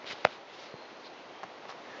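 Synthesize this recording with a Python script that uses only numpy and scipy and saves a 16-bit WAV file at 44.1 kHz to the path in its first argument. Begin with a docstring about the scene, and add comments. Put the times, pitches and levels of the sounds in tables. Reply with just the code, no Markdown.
"""A canvas cover rubs and swishes as a hand works it against a cord-lashed wooden frame, outdoors.
The rub is a dense grain of threads catching and letting go. Something snaps once and rings the frame,
the tight cloth creaks in small slips and takes soft bumps, and nearby surfaces add a short tail.
Behind it all lies a steady outdoor hiss with a few faint, far whistles, likely birds."""
import sys
import numpy as np
from scipy import signal
from scipy.fft import rfft, irfft
from scipy.io import wavfile

SR = 44100
rng = np.random.default_rng(int(sys.argv[2]) if len(sys.argv) > 2 else 0)


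def waveform_to_disk(signal):
    """Save audio, clipped to [-1, 1], as 16-bit WAV at the path in sys.argv[1]."""
    frames = np.transpose(np.atleast_2d(signal))
    scaled = np.clip(frames, -1, 1) * 32767
    samples = np.round(scaled).astype(np.int16)
    wavfile.write(sys.argv[1], SR, samples)


N = 88200
T = np.arange(N) / SR

# tone of the outdoor hiss: f/Hz, level/dB
AIR_COLOUR = [(18, -53), (30, -59), (75, -22), (213, -9), (262, -5.5), (294, -4), (353, -2.5), (573, -2),
              (643, -1.5), (689, -2.5), (756, -3), (848, -3), (1770, -11.5), (1940, -10), (4260, -17.5),
              (6300, -26), (7400, -41), (9620, -63), (16300, -120)]
# level ride of that hiss: t/s, level/dB
AIR_RIDE = [(0, -48), (.3, -47.5), (.45, -50.5), (.7, -49), (1.1, -48.5), (1.5, -49), (1.8, -48),
            (2.0, -46)]
# a faint mid-range hiss swelling at the end: t/s, level/dB
SWELL_RIDE = [(0, -91), (1.7, -71.5), (1.85, -61), (1.95, -58), (2.0, -55)]
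# far whistles: peak t/s, rise/s, fall/s, level/dB, f/Hz
WHISTLE_NOTES = [(0.81, 0.23, 0.12, -62.5, 4160), (0.95, 0.097, 0.11, -71, 4250),
                 (1.19, 0.014, 0.026, -59, 2720), (1.37, 0.11, 0.13, -62.5, 3140),
                 (1.93, 0.046, 0.05, -50, 1750)]
# soft bumps of the hand on the cloth: t/s, level/dB
BUMP_HITS = [(0.041, -47), (0.131, -41.5), (0.283, -54), (0.7403, -35), (1.447, -46)]
# ring of the stretched cloth: f/Hz, level/dB, t60/s
CLOTH_MODES = [(149, 0, 0.025), (423, 7, 0.01)]
# slips of the tight cloth on the frame: t/s, level/dB
SLIP_HITS = [(1.4329, -26), (1.4340, -34), (1.4352, -45), (1.4377, -27.5), (1.4395, -43), (1.4407, -31),
             (1.4435, -39), (1.547, -41), (1.6545, -34.5), (1.6845, -43), (1.6928, -31.5), (1.6980, -40),
             (1.7017, -35), (1.7058, -40), (1.7095, -33), (1.7247, -33)]
# ring of one slip: f/Hz, level/dB, t60/s
CREAK_MODES = [(764, -2, .012), (1107, -8, 0.026), (1620, -26, 0.0078), (3800, -12, .003),
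               (5630, -14, 0.002)]
# the snap, with small ticks before and after: t/s, level/dB
SNAP_HITS = [(0.0442, -30), (0.2485, -34), (0.2498, -32), (0.2509, -0.5), (0.2622, -48), (0.2649, -32),
             (0.2709, -22.5), (0.2886, -43)]
# ring of the wooden frame: f/Hz, level/dB, t60/s
FRAME_MODES = [(156, -22.5, 0.016), (264, -39.5, 0.033), (590, -4.5, .012), (732, -15, 0.012),
               (1318, -7.5, 0.0069), (2070, -10, 0.0059), (4120, -24.5, 0.015), (4670, -13, 0.0065),
               (5300, -21, 0.0067)]
# tone of the canvas friction: f/Hz, level/dB
CANVAS_COLOUR = [(100, -11.5), (400, -0.5), (1000, 5.5), (2200, 9.5), (4700, -3.5), (5600, -4.5),
                 (7200, -14)]
# bursts of canvas friction (hand strokes, plus the bright crack at the snap and a short grit within the slips):
# peak t/s, rise/s, fall/s, level/dB, rasp f/Hz, rasp width/Hz, rasp gain/dB
CANVAS_BURSTS = [(0.078, .024, 0.071, -43, 3800, 3020, 5.5), (0.11, 0.014, .030, -42, 2570, 2980, -11),
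                 (0.126, 0.0046, 0.0088, -54, 4790, 3000, 19), (0.169, .05, 0.15, -54, 3830, 2480, 7.5),
                 (0.2505, 0.0055, 0.0046, -29.5, 3240, 3000, -1), (0.329, .05, 0.057, -51, 3800, 2240, 4),
                 (0.539, 0.09, 0.023, -55.5, 3650, 2500, 0), (0.63, 0.11, 0.091, -52, 4260, 4100, 4),
                 (1.063, 0.03, 0.023, -50, 4200, 1400, 19),
                 (1.438, 0.0078, 0.0064, -53.5, 5800, 2500, 7.5),
                 (1.700, 0.019, 0.033, -49, 4330, 3500, 3)]


def from_db(db):
    """Decibels to gain."""
    return 10 ** (np.asarray(db) / 20)


def rms_one(x):
    """Scale to unit power."""
    return x / np.sqrt(np.mean(x ** 2) + 1e-20)


def ride(points):
    """A fader move through (t/s, level/dB) points, as gain."""
    return from_db(np.interp(T, *np.transpose(points)))


def arch(peak_s, rise, fall):
    """A rounded fade in and out around one moment."""
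    return np.sin(np.pi / 2 * np.interp(T, [peak_s - rise, peak_s, peak_s + fall], [0, 1, 0]))


def colour(x, points):
    """EQ a signal through (f/Hz, level/dB) points, at unit power."""
    hz, db = np.transpose(points)
    bin_hz = np.maximum(np.arange(N // 2 + 1) * SR / N, 1)
    eq = from_db(np.interp(np.log(bin_hz), np.log(hz), db))
    return rms_one(irfft(rfft(x) * eq, N))


def roll_off(x, kind, hz, order=2):
    """A "low" pass dulls the top; a "high" pass thins the bass."""
    return signal.sosfilt(signal.butter(order, hz, kind, fs=SR, output="sos"), x)


def resonance(x, hz, width_hz):
    """A resonant band with unity gain at its peak."""
    radius = np.exp(-np.pi * width_hz / SR)
    feedforward = np.array([1, 0, -1]) * (1 - radius ** 2) / 2
    feedback = [1, -2 * radius * np.cos(2 * np.pi * hz / SR), radius ** 2]
    return signal.lfilter(feedforward, feedback, x + 1e-18)


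def strike(hits, modes):
    """Each hit is one click that rings a set of damped modes."""
    clicks, out = np.zeros(N), np.zeros(N)
    for s, db in hits:
        clicks[int(s * SR)] += from_db(db)
    for hz, db, t60 in modes:
        width_hz = np.log(1000) / (np.pi * t60)
        out += from_db(db) * SR / (2 * np.pi * width_hz) * resonance(clicks, hz, width_hz)
    return out


def outdoor_hiss():
    """A smooth bed of far hiss, with a narrow band that swells late."""
    bed = ride(AIR_RIDE) * colour(rng.standard_normal(N), AIR_COLOUR)
    band = resonance(rng.standard_normal(N), hz=1860, width_hz=240)
    return bed + ride(SWELL_RIDE) * rms_one(band)


def far_whistles(width_hz=190):
    """Thin held notes, blurred by distance into narrow bands of noise."""
    white, out = rng.standard_normal(N), np.zeros(N)
    for peak_s, rise, fall, db, hz in WHISTLE_NOTES:
        note = resonance(resonance(white, hz, width_hz), hz, width_hz)
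        out += from_db(db) * arch(peak_s, rise, fall) * rms_one(note)
    return out


def scatter(x, wet_db=-19.5, t60_s=0.049, predelay_s=0.0067):
    """Nearby surfaces throw back a short, diffuse tail."""
    tail = rng.standard_normal(N) * from_db(-60 * T / t60_s) * (T > predelay_s)
    return from_db(wet_db) * signal.fftconvolve(x, tail / np.linalg.norm(tail))[:N]


def hand_bumps():
    """The hand lands softly and the stretched cloth gives a dull thud."""
    return roll_off(strike(BUMP_HITS, CLOTH_MODES), "low", hz=690)


def cloth_creak():
    """Tight cloth slips on the frame in runs of ringing ticks, cushioned by the fabric."""
    return roll_off(strike(SLIP_HITS, CREAK_MODES), "low", hz=3000)


def frame_snap():
    """A snap rings the wood, cushioned by cloth; the frame is dead between its low and middle modes."""
    knock = roll_off(strike(SNAP_HITS, FRAME_MODES), "low", hz=3140, order=3)
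    return knock - resonance(knock, hz=352, width_hz=152)


def canvas_rub(threads_per_s=4000, spread_db=3, smooth_db=-3.5):
    """Threads catch and let go in dense tiny grains; each burst has its own band of rasp."""
    sizes = from_db(spread_db * np.minimum(rng.exponential(1, N), 4))
    polarity = rng.choice([-1, 1], N)
    catches = rng.random(N) < threads_per_s / SR
    grains = rms_one(sizes * polarity * catches)
    friction = colour(grains + from_db(smooth_db) * rng.standard_normal(N), CANVAS_COLOUR)
    out = np.zeros(N)
    for peak_s, rise, fall, db, hz, width_hz, rasp_db in CANVAS_BURSTS:
        rasp = resonance(resonance(friction, hz, width_hz), hz, width_hz)
        out += from_db(db) * arch(peak_s, rise, fall) * rms_one(friction + from_db(rasp_db) * rasp)
    return out


def scene():
    """A mono mix: canvas and contacts up close, the open air behind."""
    contacts = frame_snap() + cloth_creak() + hand_bumps()
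    contacts = roll_off(contacts, "high", hz=97)  # frame and cloth radiate little bass
    return (contacts + scatter(contacts) + canvas_rub() + outdoor_hiss() + far_whistles())[None]


def record(dry, top_hz=7400):
    """The microphone drops the deep bass; the top is cut steeply."""
    thinned = roll_off(dry, "high", hz=45)
    top_cut = signal.firwin(301, top_hz, window="blackman", fs=SR)
    return signal.fftconvolve(thinned, top_cut[None], "same")


dry = scene()
out = record(dry)
waveform_to_disk(out)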